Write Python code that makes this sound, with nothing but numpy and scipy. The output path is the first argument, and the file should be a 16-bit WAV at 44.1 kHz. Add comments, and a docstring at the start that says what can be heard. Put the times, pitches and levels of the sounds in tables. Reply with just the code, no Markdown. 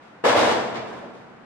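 """A faint, bright wash fades in the background noise of a bare, echoing room.
A sheet-steel cabinet door, flung to its stop, bangs, rebounds and chatters for a third of a second:
the panels ring and thump as they flex, the latch clicks, and a limiter holds the bang down.
Then the door knocks and ticks lightly as it settles, while the room carries the clang on."""
import sys
import numpy as np
from scipy import signal
from scipy.fft import rfft, irfft
from scipy.io import wavfile
from scipy.ndimage import uniform_filter1d

SR = 44100
rng = np.random.default_rng(int(sys.argv[2]) if len(sys.argv) > 2 else 0)


def dump_mix(stems):
    """Bounce the given channels to the path in sys.argv[1] as a 16-bit WAV at rate SR."""
    frames = np.atleast_2d(stems).T  # one column per channel
    limited = np.clip(frames, -1, 1)  # hard clip at full scale
    pcm = np.round(limited * 32767).astype(np.int16)
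    wavfile.write(sys.argv[1], SR, pcm)


N = 63945
TIME_S, BIN_HZ = np.arange(N) / SR, np.fft.rfftfreq(N, 1 / SR)


def amp(db):
    """Decibels to gain."""
    return 10 ** (np.asarray(db) / 20)


def unit_rms(x):
    """Scales to an rms of one."""
    return x / np.sqrt(np.mean(x ** 2) + 1e-20)


def lookup(table, hz):
    """Interpolates on a log-frequency axis."""
    freq_hz, value = np.transpose(table)
    return np.interp(np.log(hz + 1), np.log(freq_hz + 1), value)


def rise(rise_s):
    """Soft onset envelope."""
    return 1 - np.exp(-TIME_S / rise_s)


def coloured(x, spectrum, extra_db=0):
    """Shapes white sound at equal power, then applies extra_db."""
    gain = unit_rms(amp(lookup(spectrum, BIN_HZ))) * amp(extra_db)
    return irfft(rfft(x) * gain, N)


def decaying(x, t60_table, colour=None):
    """Decays each frequency at its own rate."""
    hz, t, frames = signal.stft(x, SR, nperseg=512)
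    gain_db = -60 * t / np.maximum(lookup(t60_table, hz), .01)[:, None]
    if colour:
        gain_db = gain_db + lookup(colour, hz)[:, None]
    return signal.istft(frames * amp(gain_db), SR, nperseg=512)[1][:, :N]


# Left-right likeness: freq_hz, correlation
COHERENCE = [(60, 1), (170, 0.91), (350, 0.57), (700, 0.26), (1400, 0.37), (2800, -0.071), (5500, -0.24),
             (12000, -0.1)]


def diffuse_noise():
    """White noise arriving from all sides at two microphones."""
    a, b = rfft(rng.standard_normal((2, N)))
    correlation = np.clip(lookup(COHERENCE, BIN_HZ), -.99, .99)
    mid = a * np.sqrt((1 + correlation) / 2)
    side = b * np.sqrt((1 - correlation) / 2)
    return irfft(np.array([mid + side, mid - side]), N)


# Room noise spectrum: freq_hz, relative_db
ROOM_NOISE_SPECTRUM = [(25, -21), (70, -16), (130, -3), (220, 1), (400, -2), (750, -1.5), (1500, -4.5),
                       (2500, -13.5), (4500, -26), (8000, -36.5), (11000, -46), (15000, -63)]


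def room_noise(level_db=-48.5):
    """Steady, diffuse hush of the room."""
    return amp(level_db) * coloured(diffuse_noise(), ROOM_NOISE_SPECTRUM)


def tone_colour(hz, tilt_db_per_oct, bass_db, top_hz, clang_db):
    """Gain in dB of one event: brightness, clang, bass and treble roll-off."""
    clang_hz, clang_width_oct = 1070, 0.56
    tilt = tilt_db_per_oct * np.log2(np.clip(hz, 200, 5000) / 900)
    clang = clang_db * np.exp(-.5 * (np.log2((hz + 1) / clang_hz) / clang_width_oct) ** 2)
    bass = bass_db / (1 + (hz / 160) ** 4)
    rolloff = 10 * np.log10(1 + (hz / top_hz) ** 4)
    return tilt + clang + bass - rolloff


def steel_ripple(depth_db=2.5, spacing_hz=20):
    """Narrow peaks and dips in dB from the steel's countless small modes."""
    heights = np.clip(rng.standard_normal(4000), -2, 2)
    ripple_db = depth_db * np.interp(BIN_HZ / spacing_hz, np.arange(len(heights)), heights)
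    return (ripple_db - depth_db ** 2 / 13) * np.clip(BIN_HZ / 1500, 0, 1)


# Steel panel spectrum: freq_hz, relative_db
PANEL_SPECTRUM = [(30, -48), (65, -31), (88, -28), (130, -15.5), (165, -24.5), (230, -6.5), (380, -3.5),
                  (520, -2), (700, -0.5), (1000, -4.5), (1500, -9), (2100, -12.5), (2450, -15),
                  (3400, -16.5), (5000, -23.5), (7500, -29.5), (10000, -36.5), (13000, -45.5), (15500, -52)]
# Panel decay before ring_scale: freq_hz, t60_s
PANEL_DECAY = [(100, 0.51), (500, 0.59), (2000, 0.51), (5000, 0.65), (12000, 0.51)]


def panel_ring(colour_db, ring_scale, gain_db=1):
    """Dense ring of the steel panels."""
    t60_table = [(hz, ring_scale * t60_s) for hz, t60_s in PANEL_DECAY]
    return amp(gain_db) * decaying(coloured(diffuse_noise(), PANEL_SPECTRUM, colour_db), t60_table)


def chatter(colour_db, ring_scale, ticks_per_s=200, tick_s=0.0021, spread_db=1.5, gain_db=-7.5):
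    """Loose steel buzzes in uneven ticks that die away."""
    hits = rng.random(N) < ticks_per_s / SR
    ticks = hits * amp(spread_db * np.minimum(rng.exponential(1, N), 3))
    bursts = unit_rms(signal.lfilter([1], [1, -np.exp(-1 / (tick_s * SR))], ticks))
    buzz = coloured(bursts * diffuse_noise(), PANEL_SPECTRUM, colour_db)
    decay_s = 0.063 * ring_scale
    return amp(gain_db) * np.exp(-TIME_S / decay_s) * buzz


def treble_lag(x, split_hz=2500, lag_s=0.0022):
    """In thin steel the treble builds up just after the bass."""
    bass = signal.sosfilt(signal.butter(1, split_hz, fs=SR, output="sos"), x)
    return bass + (x - bass) * rise(lag_s) ** 2


# Door and cabinet modes: pitch_hz, relative_db, t60_s
DOOR_MODES = [(88, -15, 0.64), (116.5, -29, 2.3), (129.24, -13, 2.2), (186.4, -19, 4.7), (222, -10, 1.84),
              (236.5, -10.5, 2.9), (324.8, -7, 1.17), (440.4, -3, 1.08), (472, -13.5, 2.1),
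              (485.6, 5, 0.58), (578.4, -1, 1.24), (660, 0.5, 0.94), (647, -4.5, 1.2), (695, -6.5, 1.8),
              (763, -16, 2.1), (867, -9, 1.1), (944, -0.5, 0.75), (1070, -5, 0.64), (1371, -15, 1.54),
              (1713, -6, 0.44), (2089, -4, 0.27), (2328, -19, 1.5), (3500, -23, 1.1)]


def door_modes(tone, gain_db=-13, rise_s=0.0063):
    """The strongest modes; the higher ones reach the two microphones out of phase."""
    modes = np.zeros((2, N))
    for hz, relative_db, t60_s in DOOR_MODES:
        half_gap_rad = np.arccos(lookup(COHERENCE, hz)) / 2
        phase_rad = half_gap_rad * rng.choice([-1, 1]) * np.array([[1], [-1]])
        envelope = amp(relative_db + tone_colour(hz, *tone) - 60 * TIME_S / t60_s)
        modes += envelope * np.sin(2 * np.pi * hz * TIME_S + phase_rad)
    return amp(gain_db) * rise(rise_s) * modes


# Echo decay: freq_hz, t60_s
ECHO_DECAY = [(100, 3.5), (250, 2.0), (600, 1.5754), (1500, 1.4754), (4000, 1.0154), (8000, 1.0),
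              (14000, 0.22)]
# Echo colour: freq_hz, gain_db
ECHO_COLOUR = [(100, -7), (250, -8.5), (600, -6), (1500, -6.5), (4000, -7), (10000, -6)]


def room_echo(colour_db, rise_s=0.014):
    """The bare room carries the clang on as a diffuse tail."""
    steel_noise = coloured(diffuse_noise(), PANEL_SPECTRUM, colour_db)
    return rise(rise_s) * decaying(steel_noise, ECHO_DECAY, ECHO_COLOUR)


def add(mix, start_s, sound):
    """Mixes a sound in at start_s."""
    tail = mix[:, round(start_s * SR):]
    tail += sound[:, :tail.shape[1]]


# First row: faint, bright wash in the background noise. Other rows: the door strikes its frame.
# start_s, gain_db, tilt_db_per_oct, bass_db, top_hz, clang_db, ring_scale, rise_s
WASH_AND_BLOWS = [(.012, -56, 3, -8, 9800, -8, 1.2, .014), (.238, -20.5, -2, -4, 15000, 0, 0.8, 0.0014),
                  (.245, -16, 1, -9, 19000, 3, 0.8, 0.0066),
                  (.259, -22, -0.5, -10.5, 13000, -4.5, 0.74, .002),
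                  (.280, -18.5, 1.5, 3.5, 9500, -1, 0.67, .0025),
                  (.304, -26, 0, -4, 8500, 5.5, 0.5, 0.0022),
                  (.348, -20, -.5, -1.5, 11800, -1.5, 1, 0.0015),
                  (.359, -16.5, 0.43, 5.5, 15000, -1.5, 0.91, 0.0054),
                  (.386, -23, 1.5, 3, 11000, -2, 1, .003), (.408, -24.5, -1, -7, 10000, -0.5, 0.94, 0.0021),
                  (.427, -24, 1.45, 0.5, 10000, 4, 0.88, 0.0034),
                  (.472, -22.5, 0.56, 1.5, 12000, 1.5, .85, .0025),
                  (.497, -26.5, 0.4, -20, 11000, -3.5, 0.84, 0.0041),
                  (.512, -29, 0.7, -4, 9000, -1.5, .7, 0.0014), (.59, -34, 1.5, 3, 7000, -5, 0.76, .004),
                  (.741, -39, 2.5, 4, 6000, 1.5, 0.92, .002), (.756, -34, 2, -5, 4500, 0.5, .7, 0.0016),
                  (.868, -52, 4, -2.5, 15100, 5.5, 1.086, .004), (.922, -43, 0, 6, 15000, 5, 0.76, 0.0062),
                  (.968, -47, 0.5, 1, 12000, -5, 1, .003), (1.024, -44.5, -2.5, -3, 7004, -5, 1.1, .01),
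                  (1.125, -55.5, 3.5, -3, 12200, 2, 1.23, 0.02)]


def wash_and_blows(mix):
    """A faint wash, then the door's blows; each is built from ring, chatter, modes and echo."""
    ripple_db = steel_ripple()
    for start_s, gain_db, *tone, ring_scale, rise_s in WASH_AND_BLOWS:
        colour_db = tone_colour(BIN_HZ, *tone)
        ring = panel_ring(colour_db + ripple_db, ring_scale)
        clang = rise(rise_s) * treble_lag(ring + chatter(colour_db, ring_scale))
        echo = room_echo(colour_db + ripple_db)
        add(mix, start_s, amp(gain_db) * (clang + door_modes(tone) + echo))


# Panel flexes, and low thuds of the cabinet body (about 106-306 Hz): start_s, peak_db, pitch_hz, time_to_peak_s
PANEL_AND_BODY_THUMPS = [(.237, -18.5, 478, 0.0067), (.258, -8.5, 514, 0.0052), (.284, -12.5, 513, 0.0068),
                         (.286, -33.5, 124, 0.02), (.347, -13.5, 510, .009), (.356, -7, 553, 0.0051),
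                         (.362, -36.5, 106, 0.022), (.406, -14.5, 547, 0.0057), (.426, -29, 306, 0.0091),
                         (.481, -23.5, 568, 0.012), (.765, -37, 550, .006), (0.767, -40, 126, .022),
                         (1.016, -41.5, 572.7, 0.025)]


def panel_and_body_thumps(mix, sharpness=3.45):
    """A panel flexes, or the cabinet body thuds, for a few heavy cycles that swell and die."""
    for start_s, peak_db, pitch_hz, time_to_peak_s in PANEL_AND_BODY_THUMPS:
        progress = TIME_S / time_to_peak_s
        swell = (progress * np.exp(1 - progress)) ** sharpness
        thump = amp(peak_db) * swell * np.sin(2 * np.pi * pitch_hz * TIME_S)
        add(mix, start_s, thump[None])


# Latch snaps: start_s, gain_db, tilt_db_per_oct
LATCH_CLICKS = [(0.266, -24, 5), (0.2859, -22, 2.5), (.3635, -19.5, 2), (0.3902, -19, 2), (.742, -41, 3),
                (.751, -37, 1), (0.756, -34.5, 4.5), (.769, -38, 5), (.792, -34, 1)]


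def latch_clicks(mix, rise_s=0.00099, decay_s=.009):
    """Steel snaps on steel in the latch: short, bright cracks."""
    envelope = rise(rise_s) * np.exp(-TIME_S / decay_s)
    for start_s, gain_db, tilt_db_per_oct in LATCH_CLICKS:
        colour_db = tone_colour(BIN_HZ, tilt_db_per_oct, bass_db=-22, top_hz=5200, clang_db=-5)
        click = coloured(envelope * diffuse_noise(), PANEL_SPECTRUM, colour_db)
        add(mix, start_s, amp(gain_db) * click)


def scene():
    """Room noise and a fading wash, then the door's blows, thumps and clicks."""
    mix = room_noise()
    wash_and_blows(mix)
    panel_and_body_thumps(mix)
    latch_clicks(mix)
    balance_db = 0.16
    return mix * amp([[balance_db], [-balance_db]])


def record(dry):
    """A limiter takes off part of the level above its threshold; a low-pass follows."""
    threshold_db, reduction_share, release_db_per_s, cutoff_hz = -16.5, 0.41, 70, 15500
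    power_db = 10 * np.log10(abs(uniform_filter1d((dry ** 2).mean(0), size=500)) + 1e-12)
    release_db = TIME_S * release_db_per_s
    held_db = np.maximum.accumulate(power_db + release_db) - release_db
    over_db = np.maximum(held_db - threshold_db, 0)
    limited = dry / amp(reduction_share * uniform_filter1d(over_db, size=200))
    lowpass = signal.firwin(511, cutoff_hz, window=("kaiser", 9), fs=SR)
    return signal.oaconvolve(limited, lowpass[None], "same")


dry = scene()
out = record(dry)
dump_mix(out)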